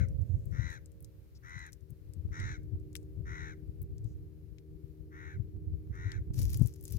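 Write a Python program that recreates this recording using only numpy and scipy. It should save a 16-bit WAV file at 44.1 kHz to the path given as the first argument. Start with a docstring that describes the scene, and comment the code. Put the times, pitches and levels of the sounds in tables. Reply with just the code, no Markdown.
"""Wind thumping the microphone ports and the tail of a crow's caw come first; six more caws follow from the left.
The voice is a fluttering pulse train through throat resonances, with a faint diffuse echo from the shore.
Puffs are damped swings, mostly in one port, over lumpy rumble; a far boat engine drones as a harmonic series.
Close by, two hands fiddle with a fishing lure: noise impulses ring the hooks as ticks, band noise makes soft rubs,
and dense grains make the final rattle. Steady hiss lies under all."""
import sys
import numpy as np
from scipy import signal
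from scipy.fft import rfft, irfft
from scipy.io import wavfile
from scipy.ndimage import uniform_filter1d

SR = 44100
rng = np.random.default_rng(int(sys.argv[2]) if len(sys.argv) > 2 else 0)


def level_to_linear(level):
    """Convert decibel levels to linear amplitude factors, elementwise."""
    exponent = np.asarray(level, float) / 20
    return 10 ** exponent


def persist_wave(psi):
    """Save psi, clipped to +-1, as 16-bit WAV."""
    counts = np.round(np.clip(psi, -1, 1) * 32767).astype(np.int16)
    wavfile.write(sys.argv[1], SR, np.atleast_2d(counts).T)


N = 307818  # length in samples


def evened(x):
    """Power normalisation: scales to rms 1."""
    return x / np.sqrt(np.mean(x ** 2) + 1e-20)


def curve(rows):
    """Linear interpolation: every column after t/s, sample by sample."""
    s, *columns = np.transpose(rows)
    return [np.interp(np.arange(N) / SR, s, c) for c in columns]


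def coloured(x, points):
    """Spectral shaping: filters by (f/Hz, level/dB) points joined over log frequency, then rms 1."""
    f, db = np.transpose(points)
    hz = np.fft.rfftfreq(x.shape[-1], 1 / SR)
    gain = level_to_linear(np.interp(np.log(hz + 1), np.log(f), db))
    return evened(irfft(rfft(x) * gain, x.shape[-1]))


def slow(hz, channels=1):
    """Band-limited random modulation: smooth chance up to about hz, rms 1."""
    return coloured(rng.standard_normal((channels, N)), [(hz, 0), (2 * hz, -30), (20 * hz, -120)])


def resonate(x, hz, width):
    """Heterodyned one-pole resonance: near unit gain at a centre that follows the curve hz."""
    turn = np.exp(2j * np.pi * np.cumsum(hz) / SR)
    r = np.exp(-np.pi * width / SR)
    return 2 * (turn * signal.lfilter([1 - r], [1, -r], x / turn)).real


def add(mix, s, sound, pan_db=0., right_lag=0):
    """Stereo localisation: adds a sound at s seconds with a level and a time difference between the ports."""
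    for port, (db, lag) in enumerate([(pan_db / 2, 0), (-pan_db / 2, right_lag)]):
        at = round(s * SR) + lag
        part = mix[port, max(at, 0):max(at + len(sound), 0)]
        part += level_to_linear(db) * sound[max(-at, 0):][:len(part)]


# the caws: start t/s, end t/s, relative level/dB, f/Hz at full effort before flutter and sag,
# time scale of the swell/share of the caw, treble level/dB
CAWS = [(-.22, 0.073, -51, 968, .11, -1), (0.506, 0.802, -51, 1051, 0.18, 2.5),
        (1.415, 1.716, -52.5, 1083, .14, 0.7), (2.306, 2.589, -50, 1011, 0.092, 3),
        (3.24, 3.559, -51.5, 1037, .08, -1), (5.099, 5.384, -56, 1008, 0.13, -6),
        (5.908, 6.209, -54, 1020, 0.16, -1.5)]
# resonances of throat and open beak before the beak moves: f/Hz, width/Hz of each of two stages in series,
# level/dB, left minus right level/dB
THROAT = [(830, 930, -60, 7), (1373, 544, 12, 5), (1977, 420, 12.5, 2.5), (3250, 950, -15, 9),
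          (3810, 363, -3, 7.5), (5940, 1070, -7, 12), (10700, 500, -36, -26)]


def crow(throb_db=7.5):
    """Source-filter voice: pulses near 1 kHz, pulled flat some 80 times a second into harsh sidebands."""
    ends_db, sink = -18.5, .11  # effort at the ends; time scale of its sinking as a share of the caw
    pitch_per_db, sag, sag_delay = .017, .15, 18.  # shares of pitch; the slower the swell, the later the sag
    flutter_per_s, flutter_slows, flutter_spread = 85., .06, .02  # at the start; share lost by the end; per caw
    flutter_depth, depth_fade = .3, 3.  # share of the pitch; how late the flutter dies away
    jitter, breath, uneven = .011, .36, .55  # pitch tremor, share of air noise, strong-weak contrast
    out, wobble = np.zeros((2, N)), slow(220, channels=3)
    for (start, end, db, pitch_hz, swell, treble_db), (odd,) in zip(CAWS, rng.standard_normal((len(CAWS), 1))):
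        share = np.linspace(0, 1, round((end - start) * SR))
        effort_db = ends_db * (np.exp(-share / swell) + np.exp((share - 1) / sink))
        weak = 1 - effort_db / 6  # the voice turns ragged where it is weak
        rough_pitch, rough_flutter, rough_level = wobble[:, round(end * SR):][:, :len(share)]

        per_s = flutter_per_s * (1 - flutter_slows * share + flutter_spread * odd)
        flutter = 2 * np.pi * (np.cumsum(per_s * (1 + 2 * jitter * rough_flutter)) / SR + rng.random())
        dip = (.5 - .5 * np.cos(flutter)) ** 1.3  # the pitch lingers at the top
        depth = flutter_depth * level_to_linear(.5 * effort_db) * (1.1 - share ** depth_fade)
        top_hz = pitch_hz * (1 - sag * share ** (sag_delay * swell) + pitch_per_db * effort_db)
        turns = np.cumsum(top_hz * (1 - depth * dip + jitter * weak * rough_pitch)) / SR

        folds = sum(np.cos(2 * np.pi * k * turns) for k in range(1, 12))
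        # alternate pulses differ most at first: lines at half the pitch
        folds *= 1.5 + uneven * (1 - share) * (2.5 + 1.2 * rough_level) * np.cos(np.pi * turns)
        puffs = (0.26 + np.exp(-(turns % 1) / 0.19)) * rng.standard_normal(len(share))
        voice = evened(folds) + breath * np.sqrt(weak) * evened(puffs)
        drive = voice * level_to_linear(throb_db / 2 * np.cos(flutter - .6))

        opening_db = 9.5 * (np.minimum(2 * share, 1) - .8)  # the band near 3.7 kHz grows as the beak opens
        beak = (top_hz / top_hz.max()) ** 0.11 * (1 + 0.055 * share)  # opens with pitch, widens with time
        parts = []
        for k, (hz, width, gain_db, _) in enumerate(THROAT):
            band = resonate(resonate(drive, hz * beak, width), hz * beak, width)
            band_db = gain_db + treble_db * (hz > 3300) + opening_db * (3300 < hz < 4500)
            parts.append((-1) ** k * level_to_linear(band_db) * band)
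        # effort sets the loudness at any pitch
        loud = np.sqrt(uniform_filter1d(sum(parts) ** 2, size=1600) + 1e-9)
        level = level_to_linear(db + 3.0 + effort_db) / loud * signal.windows.tukey(len(share), .2)
        for part, (*_, pan_db) in zip(parts, THROAT):
            add(out, start, level * part, pan_db, right_lag=18)
    return out


def shore(x):
    """Diffuse reflection: rocks and water return a short decaying tail, different in each port."""
    t = np.arange(SR // 4) / SR
    tail = rng.standard_normal((2, len(t))) * level_to_linear(-60 * t / .3) * (t > .006)
    return signal.oaconvolve(x.mean(0)[None], tail / np.linalg.norm(tail[0]), axes=1)[:, :N]


# strong puffs of wind: t/s, nominal peak level/dB, time scale/s, port (1 left, -1 right)
PUFFS = [(0.038, -20.5, 0.022, 1), (0.227, -26, 0.02, -1), (0.302, -22.5, 0.04, -1),
         (0.346, -20, 0.026, -1), (0.375, -24.5, 0.02, 1), (0.531, -22.5, 0.031, 1),
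         (0.595, -18.5, 0.02, 1), (0.659, -27.5, 0.022, 1), (1.922, -29.5, 0.016, 1),
         (2.171, -26.5, 0.018, 1), (2.253, -24.5, 0.019, 1), (2.29, -30, 0.011, -1),
         (2.408, -26, 0.019, -1), (2.444, -26.5, 0.021, -1), (2.733, -25.5, 0.028, 1),
         (2.756, -25.5, 0.012, -1), (3.173, -25.5, 0.02, 1), (3.207, -25, 0.022, 1),
         (3.695, -30.5, 0.025, 1), (3.838, -30.5, 0.025, -1), (3.948, -31.5, 0.02, 1),
         (4.056, -23.5, 0.022, 1), (4.746, -30, 0.019, 1), (5.362, -28, 0.02, -1), (5.401, -23, 0.031, 1),
         (5.676, -29.5, 0.055, -1), (5.736, -28, 0.046, 1), (5.906, -25.5, 0.016, -1),
         (6.067, -22, 0.024, 1), (6.171, -27, 0.036, -1), (6.204, -26, 0.024, 1), (6.306, -25.5, 0.015, -1),
         (6.401, -17.5, 0.051, 1), (6.433, -28, 0.032, -1), (6.558, -30, 0.038, -1), (6.598, -17, 0.013, 1),
         (6.617, -8.5, 0.018, 1), (6.652, -19, 0.014, 1), (6.912, -27.5, 0.016, 1), (6.95, -21, 0.021, 1)]
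# rumble beneath the puffs, before its lumps: t/s, left level/dB, right level/dB
WIND = [(0.0, -25, -38), (.07, -32, -36), (0.2, -50, -33), (0.5, -36, -46), (0.8, -46, -60),
        (1.0, -57, -47), (1.6, -48, -62), (1.85, -56, -66), (2.3, -44, -40), (2.6, -43, -44),
        (3.0, -51, -53), (3.25, -43, -44), (3.6, -47, -54), (4.0, -43, -43), (4.4, -50, -58),
        (5.1, -50, -58), (5.5, -46, -46), (6.2, -45, -44), (6.5, -31, -32), (6.75, -45, -52),
        (6.98, -40, -62)]
# relative spectrum of wind turbulence: f/Hz, level/dB per Hz
RUMBLE = [(15, -73), (25, -8.5), (65, 7), (113, 3.5), (313, -28), (412, -30), (551, -36), (726, -46),
          (1200, -66), (1560, -72), (2640, -120)]


def wind(spray=0.58, kink=0.074, leak_db=-21.0):
    """Damped oscillation: each puff swings mostly one port's diaphragm a few cycles, over lumpy turbulence."""
    lumps_db = 4.  # rms of the level swings: the lesser puffs
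    rumble = coloured(rng.standard_normal((2, N)), RUMBLE)
    out = rumble * level_to_linear(np.array(curve(WIND)) + lumps_db * slow(18.7, channels=2))
    turbulence = coloured(rng.standard_normal((len(PUFFS), SR // 2)), RUMBLE)
    for (s, db, length, side), (phase, odd), eddies in zip(PUFFS, rng.random((len(PUFFS), 2)), turbulence):
        hz = 90.55 * (1 + 0.077 * (2 * odd - 1)) + 1.88 * (db + 27)  # strong puffs swing faster
        t = np.arange(-2 * length, 3 * length, 1 / SR)
        rise = 0.5 * level_to_linear(-.25 * (db + 28))  # strong puffs strike more suddenly
        shape = np.exp(-abs(t / np.where(t < 0, rise * length, 0.56 * length)) ** 0.9)
        swing = np.cos(2 * np.pi * (hz * t * (1 - 3 * t) + phase))  # slows as it goes
        # strong swings are lopsided: an overtone and a brighter rush that grow with the puff
        overtone = np.cos(4 * np.pi * (hz * t + phase))
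        rush = .5 * evened(np.gradient(eddies))[:len(t)]
        swing = swing + kink * (overtone + rush) * level_to_linear(.5 * (db + 16.5)) + spray * eddies[:len(t)]
        add(out, s + t[0], level_to_linear(db + leak_db / 2) * shape * swing, -np.sign(side) * leak_db)
    return out


# engine level, before panning: t/s, level/dB
ENGINE = [(0, -54), (.8, -55.5), (1.5, -61), (2.1, -53.5), (2.4, -49), (3.3, -46.5), (4.5, -50.5),
          (5.2, -48.5), (6.98, -46.5)]
# harmonics, before brightness and waver: multiple of the firing rate, relative level/dB
ORDER = [(1, -7), (2, -8.5), (3, -28.5), (4, -9.5), (5, -13), (6, -23), (7, -31), (8, -39.5)]
# relative spectrum of the exhaust wash: f/Hz, level/dB per Hz
WASH = [(120, -15.5), (200, -21), (300, 5.5), (420, 4.5), (550, -15), (750, -20), (1100, -41)]


def engine(waver_db=1.7, drift=0.00453):
    """Harmonic series: orders of the firing rate waver on the way over the water; exhaust wash throbs along."""
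    firing_hz, wash_db = 77.07, -17.5
    bright_db, dull_db, dulling_s = 13., -2, 2.28  # per order from 5th to 7th: at first, at last; time constant
    level_db = curve(ENGINE)[0]
    tilt_db = dull_db + (bright_db - dull_db) * np.exp(-np.arange(N) / SR / dulling_s)
    turns = np.cumsum(firing_hz * (1 + drift * slow(1.517)[0])) / SR
    waver, phase = slow(3.1, channels=len(ORDER)), rng.random(len(ORDER))
    drone = np.zeros(N)
    for (k, db), w, p in zip(ORDER, waver, phase):
        order_db = db + np.clip(k - 5, 0, 2) * tilt_db + waver_db * w
        drone += level_to_linear(order_db) * np.cos(2 * np.pi * (round(k) * turns + p))
    noise = rng.standard_normal((3, N))  # one shared noise, one for each port
    wash = coloured(noise[0] + 0.84 * noise[1:], WASH) * (1 + 0.33 * np.cos(2 * np.pi * turns))
    out = level_to_linear(level_db + wash_db) * wash
    add(out, 0, level_to_linear(level_db) * drone, 2.5, right_lag=18)
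    return out


# relative spectrum of sea hiss and microphone noise: f/Hz, level/dB
AIR = [(470, -4), (800, -3.5), (2380, -5.5), (3420, -10), (4130, -8), (8440, -14.5), (14800, -5.5),
       (16000, -18.5)]


def air():
    """Uncorrelated noise: independent hiss in the two ports, swelling a little and easing off at first."""
    easing_db = np.interp(np.arange(N) / SR, [.1, 2.5, 4.5], [2.5, .8, -.8])
    level_db = -78.5 + 0.72 * slow(3.3) + easing_db + [[.7], [-.7]]
    return level_to_linear(level_db) * coloured(rng.standard_normal((2, N)), AIR)


# ringing modes of the hooks: f/Hz, relative level/dB, decay by 60 dB/s
HOOKS = [(4680, -22.5, .06), (5740, -6.5, 0.091), (7100, -4, .12), (7740, -9, .1), (11100, -8, 0.06)]


def ring(clicks, share):
    """Modal synthesis: adds the decaying modes of the hooks to a train of clicks."""
    t = np.arange(SR // 5) / SR
    modes = sum(level_to_linear(db - 60 * t / t60) * np.sin(2 * np.pi * hz * t) for hz, db, t60 in HOOKS)
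    return clicks + share * signal.oaconvolve(clicks, modes)[:len(clicks)]


# ticks of hooks, rings and line, before port gains: t/s, peak level/dB, brightest f/Hz
TICKS = [(0.0859, -51, 7350), (0.2164, -56, 7270), (0.4566, -50.5, 12600), (0.702, -50.5, 7040),
         (0.8592, -47, 7570), (0.9183, -54.5, 8600), (1.0053, -51, 12900), (1.0261, -46, 12400),
         (1.046, -43.5, 6970), (1.495, -56, 6560), (1.5924, -49.5, 6790), (1.665, -48.5, 7400),
         (1.722, -49.5, 7900), (1.731, -42, 7700), (1.905, -48.5, 11700), (2.136, -47, 8100),
         (2.9302, -52.5, 7490), (2.9643, -35.5, 6950), (2.9699, -46.5, 8500), (3.8177, -41, 15400),
         (3.8283, -42, 14700), (3.982, -52, 6330), (4.0438, -55, 7600), (6.339, -51, 7710),
         (6.3596, -49, 12350), (6.3894, -60, 11400), (6.3975, -40.5, 10700), (6.422, -34, 13600),
         (6.4306, -37, 6960), (6.503, -35, 12700), (6.5336, -34, 11100), (6.5729, -34.5, 11950),
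         (6.595, -43.5, 9900), (6.6215, -40.5, 11630), (6.6323, -48, 10400), (6.66, -38, 9500),
         (6.6728, -33, 11780), (6.7385, -44, 7500), (6.759, -48, 12400), (6.8102, -46.5, 11250),
         (6.8272, -46, 9900), (6.839, -35.5, 15000), (6.8536, -34, 8570), (6.8796, -39, 7460),
         (6.9094, -37.5, 11050), (6.9238, -33, 11240)]
# knocks on the plastic lure, before port gains: t/s, peak level/dB, brightest f/Hz
KNOCKS = [(2.4001, -40, 6500), (2.9539, -30.5, 9350), (4.5841, -50.5, 5170), (6.1186, -35.5, 5300)]


def ticks(snap_s=0.00053, scratch_db=-12.5, width=0.5):
    """Impact excitation: a half-millisecond snap and short scratch, bright-banded over a dull plastic body."""
    tick_body_db, knock_body_db, scratch_t60_s = -22.5, 5.5, .04
    faint_count, faint_db = 10, -67  # least level of the faint ticks at chance times
    out, t = np.zeros((2, N)), np.arange(4096) / SR
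    hz = np.fft.rfftfreq(len(t), 1 / SR) + 1
    since = t - .003
    faint = [(.1 + (N / SR - .2) * when, faint_db + 6 * size, 7000 * (1 + .15 * hue))
             for when, size, hue in rng.random((faint_count, 3))]
    rows = [(*row, knock_body_db) for row in KNOCKS] + [(*row, tick_body_db) for row in [*TICKS, *faint]]
    for (s, db, bright_hz, body_db), noise in zip(rows, rng.standard_normal((len(rows), 3, len(t)))):
        # the scratch builds just before the slip
        scratch = level_to_linear(scratch_db - 60 * np.where(since < 0, -since / 0.0012, since / scratch_t60_s))
        shape = np.exp(-abs(since) / np.where(since < 0, 0.24 * snap_s, snap_s)) + scratch
        colour = 0.081 * hz ** 2 / (hz ** 2 + 5000 ** 2) + np.exp(-(np.log(hz / bright_hz) / width) ** 2)
        colour += level_to_linear(body_db) * np.exp(-(np.log(hz / 2600) / 0.68) ** 2)
        for port in range(2):  # the hands are on the left and shade the two ports differently
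            struck = ring((noise[2] + 1.5 * noise[port]) * shape, .004)
            tick = irfft(rfft(struck) * colour)
            at = round((s - .003) * SR) + 6 * port
            out[port, at:at + len(t)] += level_to_linear(db + 4.5 - 7.1 * port) * (tick / abs(tick).max())[:N - at]
    return out


# soft rubs: t/s, length/s, rms level/dB before fades and panning, centre f/Hz
SCUFFS = [(0.198, 0.39, -84.5, 6950), (0.694, 0.066, -71.5, 10400), (1.342, 0.043, -70, 5230),
          (2.975, 0.073, -82, 9250), (4.029, 0.13, -81, 5860)]


def scuffs():
    """Friction noise: soft rubs of line and fingers in a broad resonant band that swells and fades."""
    out = np.zeros((2, N))
    for s, length, db, hz in SCUFFS:
        band = np.full(round(length * SR), hz)
        rub = resonate(resonate(rng.standard_normal(len(band)), band, 0.5 * hz), band, 0.5 * hz)
        add(out, s, level_to_linear(db) * evened(rub) * signal.windows.tukey(len(rub), .6), 6., right_lag=6)
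    return out


# rattle level, before clumps and port gains: t/s, level/dB
RATTLE = [(6.335, -65.5), (6.375, -55), (6.39, -47), (6.43, -50.5), (6.47, -58), (6.55, -52.5),
          (6.585, -64), (6.68, -61.5), (6.72, -70), (6.81, -75.5), (6.84, -67.5), (6.93, -57), (6.98, -65)]
# relative spectrum of the scraping: f/Hz, level/dB per Hz
SCRAPE = [(600, -17), (1500, -12), (2400, -6), (3800, -5.5), (5900, 2.5), (8500, -8.5), (11100, 2),
          (13800, -1.5), (16000, -17)]


def rattle(per_s=1800, spread_db=4.5):
    """Granular friction: dense impulses in clumps as hooks and rings drag over plastic and skin."""
    grains = level_to_linear(spread_db * np.minimum(rng.exponential(1, (3, N)), 5)) * (rng.random((3, N)) < per_s / SR)
    grains *= rng.choice([-1, 1], (3, N))
    left = ring(grains[2] + grains[0], 0.0036)
    right = ring(np.roll(grains[2], 6) + grains[1], 0.014)  # shared grains arrive later on the right
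    on = np.arange(N) / SR > RATTLE[0][0]
    clumps_db = 2.7 * slow(64)
    level_db = curve(RATTLE)[0] + clumps_db + [[1.5], [-2.5]]
    return on * coloured(np.array([left, right]), SCRAPE) * level_to_linear(level_db)


def scene():
    """Linear superposition: all sources add at the two ports."""
    bird = crow()
    echo = level_to_linear(-14) * shore(bird)
    return bird + echo + wind() + engine() + air() + ticks() + scuffs() + rattle()


def low_pass(x):
    """Removes everything above the highest recorded frequency."""
    return signal.sosfilt(signal.butter(12, 16500, fs=SR, output="sos"), x)


def record(dry):
    """High-pass filtering: a fourth-order slope at 41 Hz cuts the deepest bass."""
    mix = signal.sosfilt(signal.butter(4, 41, "highpass", fs=SR, output="sos"), dry)
    return low_pass(mix)


dry = scene()
out = record(dry)
persist_wave(out)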